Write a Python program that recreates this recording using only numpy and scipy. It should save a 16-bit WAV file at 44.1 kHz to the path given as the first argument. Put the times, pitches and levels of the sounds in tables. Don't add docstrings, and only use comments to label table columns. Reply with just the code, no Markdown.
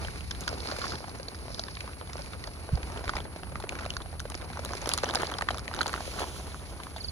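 import sys
import numpy as np
from scipy import signal
from scipy.fft import rfft, irfft, next_fast_len
from scipy.io import wavfile
from scipy.ndimage import uniform_filter1d

SR = 44100
rng = np.random.default_rng(int(sys.argv[2]) if len(sys.argv) > 2 else 0)


def master_out(mix):
    frames = np.transpose(np.atleast_2d(mix))
    ceiling = np.clip(frames, -1, 1)
    pcm = np.round(ceiling * 32767).astype(np.int16)
    wavfile.write(sys.argv[1], SR, pcm)


N = 313551


def gain_of(db):
    return 10 ** (np.asarray(db) / 20)


def evened(x):
    return x / np.sqrt(np.mean(x ** 2) + 1e-20)


def peaked(x):
    return x / abs(x).max(axis=-1, keepdims=True)


def read(points, hz, column=1):
    points = np.asarray(points)
    return np.interp(np.log(hz + 1), np.log(points[:, 0] + 1), points[:, column])


def curve(points, column=1):
    points = np.asarray(points)
    return np.interp(np.arange(N) / SR, points[:, 0], points[:, column])


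def add(mix, start_s, sound):
    part = mix[..., round(start_s * SR):][..., :sound.shape[-1]]
    part += sound[..., :part.shape[-1]]


def stereo_noise():
    return rng.standard_normal((2, N))


def coloured(x, spectrum):
    size = next_fast_len(N)
    gains = gain_of(read(spectrum, np.fft.rfftfreq(size, 1 / SR)))
    return evened(irfft(rfft(x, size) * gains, size)[..., :N])


def ring(x, hz, width_hz):
    r = np.exp(-np.pi * width_hz / SR)
    section = [1, 0, -1, 1, -2 * r * np.cos(2 * np.pi * hz / SR), r * r]
    return signal.sosfilt([section, section], x)


def flicker(seconds):
    span = max(round(seconds * SR), 2)
    smooth = uniform_filter1d(rng.standard_normal(N), span)
    return evened(uniform_filter1d(smooth, span))


def crackle(per_s, spread_db, decay_ms):
    size_db = spread_db * np.minimum(rng.exponential(1, N), 4)
    hits = gain_of(size_db) * (rng.random(N) < per_s / SR)
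    t = np.arange(600) / SR
    swell = signal.oaconvolve(hits, np.exp(-t / (decay_ms / 1000)))[:N]
    return evened(swell) * stereo_noise()


# time in seconds, body level in dB, hiss level in dB, both before wavering.
RUSTLE_LEVELS = [(0.0, -42.5, -43.5), (0.25, -50.5, -49), (0.52, -42, -45.5), (0.63, -44, -46),
                 (0.7, -42.5, -44), (0.79, -43.5, -42), (0.92, -40.5, -43), (1.0, -47, -49.5),
                 (1.6, -47, -52), (1.78, -50.5, -51), (1.9, -46, -53.5), (2.0, -50, -54),
                 (2.18, -46.5, -47.5), (2.55, -49, -52.5), (3.08, -40.5, -46.5), (3.25, -48, -54),
                 (3.5, -48.5, -54), (3.82, -44, -49), (4.05, -50.5, -54.5), (4.5, -47.5, -51.5),
                 (4.65, -43.5, -47), (4.9, -42.5, -42), (5.01, -47, -42.5), (5.09, -35.5, -42),
                 (5.125, -42.5, -44), (5.17, -35.5, -41.5), (5.26, -43, -43), (5.33, -39.5, -45.5),
                 (5.37, -45.5, -46.5), (5.46, -45.5, -50), (5.55, -44, -45.5), (5.63, -48.5, -53.5),
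                 (5.75, -42, -44), (5.88, -38.5, -46.5), (6.06, -47, -46.5), (6.2, -40, -46),
                 (6.32, -45, -53), (6.42, -46.5, -51.5), (7.11, -50, -56.5)]
# frequency in Hz, relative level in dB.
LEAF_BODY_SPECTRUM = [(60, -55), (120, -6), (280, 3), (700, 0), (1400, -5.5), (2000, -14.5), (3000, -16),
                      (6000, -87)]
# frequency in Hz, relative level in dB.
LEAF_HISS_SPECTRUM = [(1500, -6), (2300, 7.5), (3200, -7), (4400, 4.5), (6500, -7), (8000, -8),
                      (12300, -6.5), (13200, -12), (14800, -46), (15800, -55)]
DRYNESS = .35


def rustle():
    shared = crackle(250, 0.8, 2.55)
    body_leaf = shared + 1.2 * crackle(250, 3.5, 1.4)
    hiss_leaf = shared + 2.0 * crackle(300, 5.2, 8.0)
    body = DRYNESS * body_leaf + 1.07 * (1 - DRYNESS) * stereo_noise()
    hiss = DRYNESS * hiss_leaf + 1.05 * (1 - DRYNESS) * stereo_noise()
    body_db = curve(RUSTLE_LEVELS) + 2.2 * flicker(.012)
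    hiss_db = curve(RUSTLE_LEVELS, column=2) + 1.1 * flicker(.012)
    return (gain_of(body_db) * coloured(body, LEAF_BODY_SPECTRUM)
            + gain_of(hiss_db) * coloured(hiss, LEAF_HISS_SPECTRUM))


# time in seconds, level in dB.
BRUSH_LEVELS = [(0, -60), (.15, -68), (.5, -49), (.64, -55), (.69, -44), (.79, -52), (.85, -41), (.96, -47),
                (1.0, -54), (1.3, -69.5), (1.58, -46), (1.7, -53), (2.0, -68), (2.2, -69), (2.5, -58),
                (2.8, -80)]
BRUSH_HZ, BRUSH_WIDTH_HZ = 4770, 1500


def brush():
    ticks = crackle(660, 5.7, 5.1) + 0.38 * stereo_noise()
    return gain_of(curve(BRUSH_LEVELS)) * evened(ring(ticks, BRUSH_HZ, BRUSH_WIDTH_HZ))


# time in seconds, level in dB before a 3 dB lift and wavering.
WIND_LEVELS = [(0.0, -40), (0.57, -43), (0.73, -46.5), (0.87, -42), (1.35, -49.5), (1.45, -42.5),
               (2.0, -49), (2.1, -45), (2.3, -43.5), (2.7, -46), (2.75, -29.5), (2.81, -47), (2.95, -43),
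               (3.08, -43), (3.2, -41), (3.34, -49), (3.54, -40.5), (3.7, -43.5), (3.95, -42), (4.14, -44),
               (4.45, -43.5), (4.77, -44), (5.13, -44), (5.5, -44), (5.7, -44), (6.4, -44), (7.0, -46),
               (7.11, -40.5)]
# frequency in Hz, relative level in dB.
WIND_SPECTRUM = [(15, -41), (30, -13.5), (48, 0), (64, 3.5), (80, 2.5), (110, -5.5), (170, -9), (300, -27),
                 (700, -100)]


def wind():
    waver_db = 0.5 * flicker(0.02) + 0.67 * flicker(0.062)
    level_db = curve(WIND_LEVELS) + 3.0 + waver_db
    return gain_of(level_db) * coloured(stereo_noise(), WIND_SPECTRUM)


# frequency in Hz, relative level in dB.
AIR_SPECTRUM = [(60, -34), (150, 16), (280, 11), (700, -1), (1400, -10), (2300, -4), (4400, -24),
                (6500, -48), (9000, -25), (12500, -42), (13200, -76)]
AIR_DB = -55


def air():
    return gain_of(AIR_DB) * coloured(stereo_noise(), AIR_SPECTRUM)


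# frequency in Hz, relative level in dB.
INSECT_SPECTRUM = [(6000, -70), (7000, -36), (8000, -4), (9200, -5.5), (10300, 1.5), (11500, -1),
                   (12300, 0), (13100, -61)]
INSECTS_DB = -53.5


def insects():
    return gain_of(INSECTS_DB + 0.47 * flicker(0.041)) * coloured(stereo_noise(), INSECT_SPECTRUM)


SMALL_SNAPS = 25
SMALL_THUD_OVER_BODY_DB, SMALL_CRACK_OVER_HISS_DB = 10, 12
SMALL_TICK_DB, SMALL_SPREAD_DB = -63, 5
SMALL_THUD_HZ, SMALL_CRACK_HZ, SMALL_MS = (402, 1720), (2340, 5750), (0.92, 1.3)


def between(ends, share):
    return ends[0] * (ends[1] / ends[0]) ** share


def small_snaps():
    when, thud, crack, length = rng.random((SMALL_SNAPS, 4)).T
    thud_drop_db, crack_drop_db = SMALL_SPREAD_DB * abs(rng.standard_normal((2, SMALL_SNAPS)))
    body_db, hiss_db = curve(RUSTLE_LEVELS), curve(RUSTLE_LEVELS, column=2)
    busy = np.cumsum(gain_of(body_db))
    at = np.searchsorted(busy, when * busy[-1])
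    thud_db = body_db[at] + SMALL_THUD_OVER_BODY_DB - thud_drop_db
    crack_db = hiss_db[at] + SMALL_CRACK_OVER_HISS_DB - crack_drop_db
    tick_db = np.full(SMALL_SNAPS, SMALL_TICK_DB)
    return np.transpose([at / SR, between(SMALL_THUD_HZ, thud), thud_db,
                         between(SMALL_CRACK_HZ, crack), crack_db, tick_db, between(SMALL_MS, length)])


# time in seconds (the burst starts 0.9 ms earlier), thud pitch in Hz,
# thud level in dB before a 3 dB lift, crack pitch in Hz, crack level in dB before a 2 dB lift,
# tick level in dB before a 3 dB lift, decay time in ms.
CLEAR_SNAPS = [(0.0479, 686, -26, 3000, -27.5, -70, 2.9), (0.084, 1630, -25.5, 2700, -44, -66, 2),
               (0.2083, 377, -32, 2580, -27, -49, 0.79), (0.31, 1800, -27.5, 5160, -24.5, -35, 1.5),
               (0.3128, 1550, -29, 3530, -23, -55, 1.4), (0.409, 520, -34, 6700, -31, -26, 0.23),
               (0.4781, 1540, -16.5, 4600, -21, -27.5, 2.7), (0.529, 525, -23.5, 4660, -39, -58, 3.4),
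               (0.673, 1400, -32, 4500, -25, -53, 0.86), (0.6874, 1160, -26, 4300, -30, -47, 2.6),
               (0.7151, 1290, -21, 4430, -24.5, -47, 0.25), (0.7642, 1240, -30.5, 4760, -33, -37, 2.9),
               (0.8163, 1230, -27, 4400, -28, -55, 6.4), (0.841, 1190, -24, 4840, -32, -61.5, 7.2),
               (0.868, 1300, -24.5, 2500, -30, -55, 0.76), (0.9202, 1260, -29, 4630, -29, -50.5, 4.6),
               (0.9552, 1630, -32, 4220, -29, -47, 1.3), (1.0062, 565, -27, 2500, -51, -56, 0.93),
               (1.2835, 460, -30, 4500, -26, -50, 2.6), (1.4826, 627, -25, 4020, -42, -60, 0.6),
               (1.545, 646, -52, 4400, -25, -58, 2.1), (1.5945, 567, -24, 4670, -20, -46, 2.4),
               (1.6378, 1860, -30, 4570, -25.5, -51, 0.93), (1.6832, 1160, -25.5, 3200, -33, -57, 2.2),
               (1.77, 2100, -25, 2360, -39, -54, 2), (1.8063, 1300, -33.5, 2530, -24, -48, 2.4),
               (2.013, 740, -24, 3570, -40, -63, 0.65), (2.1322, 1380, -32.5, 5160, -29, -54, 2.4),
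               (2.195, 700, -30.5, 2580, -54.5, -53.5, 6.7), (2.333, 1320, -32.5, 3780, -37, -56, 3.7),
               (2.44, 1970, -29, 4550, -30.5, -40, 2.1), (2.4762, 504, -26, 4430, -40, -61, 1.3),
               (2.7748, 590, -26, 5000, -42, -55, 3.6), (2.8308, 1280, -37, 2400, -25.5, -45, 1.5),
               (2.9746, 1450, -34, 2920, -30, -47, 2.3), (3.0797, 860, -22, 2240, -20.5, -51.5, 0.33),
               (3.0936, 1320, -18, 4700, -25.5, -52, 2.7), (3.1366, 856, -20, 2840, -37, -59, 2.3),
               (3.1537, 920, -26, 4960, -29.5, -52.5, 4.7), (3.1669, 670, -26, 2340, -20, -38, 3.6),
               (3.1867, 800, -32, 2370, -28, -45, 2.2), (3.2039, 413, -26, 3250, -29, -45, 0.51),
               (3.362, 495, -23.5, 2430, -37, -47, 0.41), (3.4343, 860, -24, 3030, -30.5, -45, 0.38),
               (3.5207, 540, -26, 2420, -47, -52, 3.3), (3.557, 1140, -19.5, 2390, -36, -51, 0.9),
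               (3.6016, 854, -28, 4250, -35.5, -38, 2.9), (3.6399, 460, -20.5, 2515, -56, -58, 1.9),
               (3.693, 2030, -29, 2430, -18.5, -65, 1.1), (3.7234, 640, -24.5, 2540, -31, -57, 1.5),
               (3.7887, 1460, -27, 2560, -27.5, -59, 4), (3.8325, 1390, -28, 2330, -49, -55, 4),
               (3.862, 630, -22.5, 2400, -26, -57, 2), (3.9049, 1410, -41, 2940, -19.5, -73, 0.77),
               (3.9675, 1150, -24.5, 4540, -22.5, -37, 1.5), (4.0598, 640, -27.5, 3190, -59, -57, 2.1),
               (4.1288, 614, -29, 4630, -57, -62, 1.5), (4.197, 1650, -35, 4200, -26.5, -57, 0.43),
               (4.2024, 1370, -25.5, 6040, -32, -27, 0.68), (4.2544, 514, -25.5, 3010, -39, -56, 3.9),
               (4.3009, 1150, -33, 5500, -39, -29, 1.4), (4.344, 734, -32, 2230, -25, -47, 1.7),
               (4.3518, 368, -26, 4930, -25.5, -35, 1.2), (4.4261, 666, -25.5, 4540, -53, -58, 1.3),
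               (4.5022, 534, -25, 4160, -57, -56, 0.96), (4.593, 596, -22.5, 5600, -34.5, -53, 1.5),
               (4.65, 1210, -28, 3510, -36, -24, 0.62), (4.7353, 1020, -21.5, 5850, -27, -50, 0.3),
               (4.8254, 670, -24, 2860, -35, -54, 1.6), (4.8591, 760, -17.5, 5460, -25.5, -35, 1.24),
               (4.874, 362, -21.5, 4450, -31, -27, 0.97), (4.892, 745, -18, 5500, -26, -13.5, 0.58),
               (4.9156, 980, -26, 3040, -19.5, -42, 3.4), (4.9374, 1210, -21, 4840, -13.5, -15.5, 0.4),
               (4.9775, 1140, -21, 6700, -22, -19, 0.99), (4.9857, 1260, -23, 4040, -21, -48.5, 1.4),
               (5.0348, 1450, -18.5, 4370, -22, -31, 1.3), (5.0429, 845, -13, 5560, -20, -50.5, 0.98),
               (5.0586, 1200, -27, 3420, -25, -41.5, 0.62), (5.0893, 1630, -24, 4950, -26, -37, 2.5),
               (5.0984, 960, -22, 3480, -27, -47.5, 0.84), (5.139, 1280, -21, 3200, -32, -27, 1.1),
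               (5.1495, 720, -12, 2450, -16.5, -16.5, 0.5), (5.1552, 655, -13.5, 4720, -13, -22, 1.7),
               (5.1724, 1360, -21.5, 4720, -47, -55, 2.3), (5.1877, 1200, -30, 4200, -31, -50, 1),
               (5.208, 1350, -24, 3470, -38, -49, 2.1), (5.22, 835, -19, 5900, -35, -25, 0.31),
               (5.2331, 670, -12.5, 3330, -29, -38, 1.4), (5.27, 410, -40, 4750, -24, -51.5, 0.76),
               (5.2996, 840, -35, 2280, -25.5, -52, 1.7), (5.3157, 1410, -23.5, 3640, -36, -31, 0.76),
               (5.32, 870, -22, 2450, -42.5, -58, 1.3), (5.349, 910, -23.5, 5280, -44, -56, 0.91),
               (5.385, 1500, -26, 4900, -20, -35, 1.6), (5.4106, 1090, -18, 2540, -24, -34, 1.9),
               (5.4221, 1820, -18, 5160, -34, -27.5, 1.1), (5.4877, 1430, -10.5, 3900, -27, -50, 1.9),
               (5.5066, 710, -17.5, 3000, -23.5, -50, 1.7), (5.5456, 1080, -22, 5660, -30, -41, 0.62),
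               (5.5833, 1170, -28.5, 3800, -31, -29.5, 0.84), (5.68, 1980, -18, 3100, -28, -35, 1.1),
               (5.7395, 1300, -24.5, 4700, -30, -36, 1.2), (5.7476, 1530, -28, 3800, -35, -29, 0.68),
               (5.765, 1150, -29, 5900, -30, -39, 0.81), (5.791, 750, -14, 4300, -26, -37, 0.39),
               (5.8089, 1260, -16.5, 4180, -38, -57, 2), (5.8139, 1390, -15.5, 4200, -18, -30, 2.5),
               (5.8317, 1410, -28, 3440, -23, -24, 0.65), (5.86, 870, -15, 2500, -30, -51, 1),
               (5.8672, 1510, -37, 4450, -20, -27, 0.66), (5.8799, 1400, -31, 6760, -25, -26, 0.73),
               (5.9315, 1390, -23, 4230, -29, -28, 0.76), (5.8946, 1200, -22, 4300, -33, -45, 0.98),
               (5.9783, 1460, -28, 3350, -40, -48, 2.8), (5.94, 1180, -16, 4600, -28, -54, 0.48),
               (6.0064, 720, -23.5, 4690, -34, -51.5, 2), (6.078, 487, -23, 2820, -50, -55, 2.4),
               (6.1969, 1330, -34, 2740, -23.5, -23, 0.59), (6.2052, 510, -21.5, 4460, -31, -52, 4.2),
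               (6.2235, 400, -20.5, 3270, -34, -47, 2.6), (6.5455, 1050, -26, 2350, -47, -43, 0.67),
               (6.8004, 1080, -30, 4450, -44, -49, 5.5), (6.8355, 2100, -29, 4060, -34.5, -32, .9),
               (6.9628, 763, -27, 3570, -35.5, -53.5, 5.2), (6.9829, 1810, -24.5, 2370, -40.5, -58, 0.27),
               (.158, 1200, -36, 2270, -34, -56, 1.9), (.192, 1930, -43, 4070, -41, -55, 1.5),
               (.349, 1700, -37, 4000, -35.5, -52, 2.3), (.437, 1700, -46, 3470, -36, -42, 1.8),
               (.49, 1120, -28, 5060, -27, -55, 1.7), (.54, 500, -31, 4300, -33, -52, 1.4),
               (.583, 500, -43, 3600, -37, -36, 1.2), (.604, 500, -30, 4500, -28, -55, 1.5),
               (.722, 595, -22, 4900, -43, -55, 1.4), (.778, 900, -36, 5170, -38, -55, 1.5),
               (.832, 1100, -35, 4500, -37, -55, 1.5), (.856, 804, -26, 4500, -31, -50, 1.6),
               (.881, 900, -38, 4830, -28, -53, 2.1), (.905, 500, -33, 4250, -32, -51, 1.5),
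               (.944, 900, -32, 5000, -36, -47, 2.3), (1.042, 796, -25.5, 3500, -57, -55, 2),
               (1.082, 806, -32, 5800, -39, -55, 1.9), (1.094, 890, -36, 4600, -33, -41, 2.4),
               (1.187, 900, -38, 5700, -37, -55, 1.2), (1.199, 490, -25.5, 2600, -35, -55, 1.7),
               (1.231, 600, -42, 4700, -32.5, -55, 1.3), (1.347, 1390, -36, 4970, -35, -59, 1.5),
               (1.354, 500, -52, 5030, -36.5, -60, 1.5), (1.505, 705, -32, 5630, -39, -55, 1.2),
               (1.668, 447, -32, 3900, -43, -58, 2.5), (1.753, 500, -54, 4300, -31.5, -58, 1.5),
               (1.842, 600, -31, 4400, -46, -58, 3.5), (1.877, 990, -28, 5200, -42, -58, 1.9),
               (1.894, 1210, -36, 4400, -54, -58, 1.5), (1.933, 1310, -40, 2300, -34.5, -55, 1.4),
               (2.074, 800, -39, 3620, -38, -55, 2.9), (2.098, 1820, -32.5, 4800, -40, -57, 1.3),
               (2.156, 600, -26, 2500, -43, -55, 1.4), (2.169, 500, -45, 5160, -32, -55, 1),
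               (2.181, 1310, -30.5, 3530, -40, -43, 1.3), (2.192, 675, -28, 5340, -40, -50, 3.8),
               (2.22, 1400, -46, 4800, -32, -50, 1.7), (2.247, 600, -39, 2300, -47, -55, 1.5),
               (2.261, 2120, -39, 2300, -31, -55, 0.96), (2.559, 700, -46, 4050, -44, -55, 1.5),
               (2.691, 526, -25.5, 2500, -42, -57, 2.8), (2.755, 700, -45, 4700, -31, -55, 1.5),
               (2.92, 1200, -40, 5630, -39, -55, 1), (2.961, 690, -28, 4800, -54, -57, 1.7),
               (3.041, 600, -28, 2300, -29, -52, 1.6), (3.182, 700, -24, 2700, -28, -48, 1),
               (3.254, 475, -26, 2700, -51, -58, 2.6), (3.625, 900, -45, 2300, -31, -58, 1.5),
               (3.671, 900, -34, 2300, -50, -58, 1.7), (3.754, 1200, -34, 2300, -29, -55, 1.5),
               (3.81, 1200, -51, 3860, -35, -50, 1.1), (3.853, 1290, -27, 4060, -33, -55, 1.2),
               (3.938, 497, -33, 3600, -32, -55, 1.5), (4.004, 1000, -32, 3300, -39, -58, 1.2),
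               (4.019, 900, -41, 3700, -34.5, -62, 2.5), (4.32, 700, -31, 2500, -31, -55, 1.7),
               (4.414, 1400, -35, 3740, -36.5, -58, 1), (4.42, 1400, -39, 2300, -29, -51, 0.92),
               (4.532, 1380, -33, 4000, -39.5, -55, 1.5), (4.572, 950, -28, 5700, -40, -55, 3.1),
               (4.659, 500, -45, 3950, -30, -55, 1.3), (4.691, 1590, -32, 4600, -44, -50, 1.2),
               (4.72, 700, -47, 4900, -32, -53, 1.6), (4.752, 447, -25.5, 5100, -33, -33, 1.8),
               (4.817, 1100, -36, 6000, -29, -50, 1.3), (4.878, 900, -31, 3900, -36, -46, 1.2),
               (4.944, 800, -23, 5600, -30, -41, 1.1), (5.109, 500, -25, 3700, -25, -48, 1.3),
               (5.254, 1300, -28, 3400, -32, -57, 0.91), (5.276, 786, -28.5, 4800, -43, -52, 1.3),
               (5.33, 700, -26, 3000, -40, -52, 1.6), (5.34, 1200, -26, 3230, -25, -52, 0.81),
               (5.512, 1200, -31, 4000, -29, -40, 0.84), (5.569, 596, -30, 2400, -44, -55, 2.2),
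               (5.574, 1200, -35, 4900, -30.5, -48, 0.89), (5.594, 1310, -35, 5170, -31, -46, 1.1),
               (5.658, 600, -27, 3100, -47, -58, 1.1), (5.714, 800, -27, 2300, -38, -55, 1.7),
               (5.947, 1210, -27, 2560, -29, -45, 1), (5.962, 1400, -24, 3240, -34, -44, 1),
               (6.189, 1320, -25, 3000, -35, -50, 2.3), (6.219, 685, -20.5, 3100, -33, -52, 2.7),
               (6.233, 700, -22, 3200, -33, -48, 0.85), (6.394, 500, -46, 6100, -38, -52, 1.5),
               (6.408, 700, -33, 3000, -43, -55, 1.7), (6.481, 700, -39, 3600, -47.5, -54.5, 1.5),
               (6.52, 600, -34, 3680, -40.5, -55, 1.1), (6.869, 1040, -30.5, 4360, -45, -55, 1.8),
               (.6575, 800, -29, 4500, -40, -55, 1.7), (.7022, 890, -24.5, 5140, -37, -50, 1.8),
               (.7323, 1080, -33, 4300, -42, -55, 1.2), (.7423, 494, -27, 6000, -45, -50, 0.92),
               (.7867, 533, -27, 4800, -42, -55, 2.1), (1.5904, 600, -48, 5100, -34, -50, 1.3),
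               (2.4729, 700, -32, 4800, -30, -57, 1), (2.9004, 900, -30, 2500, -40, -55, 2.2),
               (3.0566, 1040, -31, 3520, -39, -55, 1.2), (3.7969, 1100, -32, 5200, -36, -55, 1.4),
               (3.8453, 1310, -36, 3000, -37, -55, 0.91), (4.1395, 600, -35, 2300, -50, -58, 2.8),
               (4.8415, 685, -30, 3600, -42, -55, 3), (4.8979, 970, -24, 5800, -39, -48, 1.2),
               (4.91, 1420, -35, 3400, -44, -48, .8), (4.9255, 1200, -43, 4400, -37, -52, 1.3),
               (5.0016, 1300, -40, 3060, -33, -50, 1), (5.032, 1400, -31, 4200, -35, -50, 0.86),
               (5.0362, 490, -13, 3500, -47, -55, 2.3), (5.0665, 794, -26, 3200, -36, -52, 2.2),
               (5.083, 1000, -29, 3360, -36, -48, 1.3), (5.1348, 704, -22, 4500, -38, -52, 2),
               (5.1675, 600, -21, 4500, -35, -50, 2), (5.2032, 1400, -34, 4180, -33, -52, 1),
               (5.2137, 1400, -30, 3000, -40, -55, 1.2), (5.2236, 1100, -23, 3340, -30, -45, 1.1),
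               (5.3693, 700, -34, 2800, -38, -55, 1.5), (5.3885, 795, -17, 3000, -40, -55, 1),
               (5.4182, 1430, -35, 4000, -42, -55, 1), (5.425, 585, -18.5, 2500, -40, -55, 1.2),
               (5.5534, 710, -28, 2500, -42, -55, 1.8), (5.732, 1720, -31, 3000, -33, -55, 1),
               (5.8835, 1420, -30, 3500, -42, -55, 2.9), (5.9255, 1200, -36, 4400, -33, -52, 0.85),
               (6.1934, 990, -24, 4000, -28.5, -48, 1), (6.2285, 1100, -29, 2300, -29, -52, 1),
               (6.2408, 930, -25, 3200, -39, -55, 1.3)]
SCRAPE_SHARE, SCRAPE_S = .028, .012
SAG_HZ, SAG_SHARE_BELOW, SAG_S = 520, .25, .0013
THUD_LAG_S = 0.000396


def snaps():
    out, t = np.zeros((2, N)), np.arange(900) / SR
    for s, thud_hz, thud_db, crack_hz, crack_db, tick_db, decay_ms in [*CLEAR_SNAPS, *small_snaps()]:
        decay_s = max(decay_ms, .2) / 1000
        slips = rng.standard_normal((2, 900))
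        snap_shape = (1 - np.exp(-t / (0.00035 + 0.18 * decay_s))) * np.exp(-t / decay_s)
        burst = slips * (snap_shape + SCRAPE_SHARE * np.exp(-t / SCRAPE_S))

        pop_hz = thud_hz - SAG_HZ * (SAG_SHARE_BELOW - np.exp(-t / SAG_S))
        cycles = np.cumsum(pop_hz) / SR + rng.random((2, 1))
        pop_shape = (1 - np.exp(-t / 0.000043)) * np.exp(-t / (1.04 * decay_s))
        pop = peaked(np.sin(2 * np.pi * cycles) * pop_shape)

        thud = .52 * pop + .33 * peaked(ring(burst, thud_hz, .65 * thud_hz))
        thud += .24 * peaked(ring(burst, 1150, 1300))
        thud = np.array([np.interp(t - THUD_LAG_S, t, side, left=0) for side in thud])
        crack = 0.56 * peaked(ring(burst, crack_hz, 900))
        crack += .5 * peaked(ring(burst, np.sqrt(crack_hz * 3700), 3720))
        tick = peaked(ring(burst, 5160, 12800))
        sound = gain_of(thud_db + 3.0) * thud + gain_of(crack_db + 2.0) * crack + gain_of(tick_db + 3.0) * tick
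        add(out, s - .0009, sound)
    return out


# start in seconds, length in seconds, level in dB before wavering.
CRICKET_TRILLS = [(1.63, .29, -52), (2.415, .3, -53), (3.253, .3, -55), (3.975, .27, -52), (4.78, .27, -55),
                  (6.61, .35, -53)]
TRILL_HZ, TRILL_PULSES_PER_S = 4480, 45


def cricket():
    out = np.zeros(N)
    for s, length_s, db in CRICKET_TRILLS:
        t = np.arange(0, length_s, 1 / SR)
        pulses = np.sin(np.pi * TRILL_PULSES_PER_S * t) ** 4 * signal.windows.tukey(len(t), .4)
        tone = np.sin(2 * np.pi * TRILL_HZ * (t - 0.0021 * np.exp(-t / 0.07)))
        add(out, s, gain_of(db) * pulses * tone)
    sides = np.array([[1], [-.4]])
    return out * gain_of(2.2 * flicker(0.011)) * sides


# start in seconds, level in dB, pitch in Hz, length in seconds.
PHONE_BUMPS = [(2.7175, -27, 40, .0125), (2.7265, -19, 125, .018), (2.73, -20.5, 65, .036),
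               (2.822, -32, 60, .04), (3.065, -35, 55, .04), (3.135, -33, 45, .04)]


def bumps():
    out = np.zeros(N)
    for s, db, hz, length_s in PHONE_BUMPS:
        t = np.arange(0, length_s, 1 / SR)
        swing = np.sin(2 * np.pi * hz * t) * signal.windows.tukey(len(t), .9)
        add(out, s, gain_of(db) * swing)
    return out


# time in seconds, level in dB before wavering.
SWISH_LEVELS = [(5.7, -75), (5.85, -52), (5.97, -48), (6.11, -45), (6.22, -43), (6.37, -48.5), (6.51, -54),
                (6.65, -58), (6.9, -55)]
# frequency in Hz, relative level in dB.
SWISH_SPECTRUM = [(1500, -30), (2300, -2), (3100, 0.5), (4000, -2), (4800, -2), (6300, -3), (8000, -6.5),
                  (10500, -5), (13000, -6), (14800, -10), (16000, -25)]
SWISH_FOCUS = 0.18


def swish():
    near, wide = stereo_noise()
    other_side = SWISH_FOCUS * near + np.sqrt(1 - SWISH_FOCUS ** 2) * wide
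    blades = coloured(np.array([near, other_side]), SWISH_SPECTRUM)
    waver_db = 0.77 * flicker(0.0091) + 1.9 * flicker(0.028)
    return gain_of(curve(SWISH_LEVELS) + waver_db) * blades


# start in seconds, level in dB before shaping and flutter,
# start pitch in Hz and end pitch in Hz below the hook, length in seconds.
BIRD_CHIRPS = [(6.963, -41, 4800, 4200, .022), (6.999, -35.5, 4950, 4100, .026),
               (7.037, -32, 4950, 4150, .026), (7.077, -32.5, 4950, 4100, .026)]


def bird():
    out = np.zeros(N)
    for s, db, start_hz, end_hz, length_s in BIRD_CHIRPS:
        t = np.arange(0, length_s, 1 / SR)
        hook_hz = 1100 * np.exp(-t / .002)
        hz = np.linspace(start_hz, end_hz, len(t)) + hook_hz
        rise = .2 + .8 * np.clip(t / .008, 0, 1) ** 3
        fall = np.clip((length_s - t) / .016, 0, 1)
        shape = rise * signal.windows.tukey(len(t), .3) * fall
        add(out, s, gain_of(db) * np.sin(2 * np.pi * np.cumsum(hz) / SR) * shape)
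    return out * gain_of(1.8 * flicker(.0015))


def scene():
    ground = rustle() + brush() + snaps() + swish()
    surroundings = wind() + air() + insects()
    return ground + surroundings + cricket() + bumps() + bird()


# frequency in Hz, left lead in radians before the tilt,
# likeness from 0 to 1, left-right level difference in dB.
PORT_BANDS = [(30, 0, .68, 0), (200, 0, .62, 0), (500, .3, .82, 1), (1500, .4, .8, -4), (2500, 2.9, .65, 1),
              (3500, 6.6, .5, 0), (4700, 9.2, .6, -3), (6300, 13, .6, -4), (7300, 11, .85, 0),
              (7800, 9.42, 1, 0), (8300, 9.42, 1, 0), (9000, 7.9, .8, 0), (10100, 6.28, 1, 0),
              (11000, 4.7, .8, 0), (11800, 3.14, 1, 0), (12500, 3.14, 1, 0), (13200, 0, .85, 0),
              (14500, 0, .85, 0), (15300, -3.14, 1, 0)]
# time in seconds, extra left lead in radians at its peak near 800 Hz.
TILT_LEAD = [(0, 1), (2.4, 1), (3, 0.58), (7.11, 0.099)]
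# frequency in Hz, gain in dB.
MIC_RESPONSE = [(11000, -1), (13000, -7), (14500, -11), (16000, -10)]
EDGE_HZ = 16300


def record(dry):
    hz, t, (a, b) = signal.stft(dry, SR, nperseg=512)
    likeness = np.clip(read(PORT_BANDS, hz, column=2), 0, 1)[:, None]
    tilt_band = np.exp(-np.log((hz[:, None] + 1) / 800) ** 2 / 0.88)
    lead = read(PORT_BANDS, hz)[:, None] + np.interp(t, *np.transpose(TILT_LEAD)) * tilt_band
    half = np.exp(.5j * lead) * gain_of(read(PORT_BANDS, hz, column=3) / 2)[:, None]
    left = a * half
    right = (likeness * a + np.sqrt(1 - likeness ** 2) * b) / half
    pair = np.array([left, right]) * gain_of(read(MIC_RESPONSE, hz))[:, None]
    out = signal.istft(pair, SR, nperseg=512)[1][:, :N]
    lowpass = signal.firwin(511, EDGE_HZ, window=("kaiser", 9), fs=SR)
    return signal.oaconvolve(out, lowpass[None], "same")


dry = scene()
out = record(dry)
master_out(out)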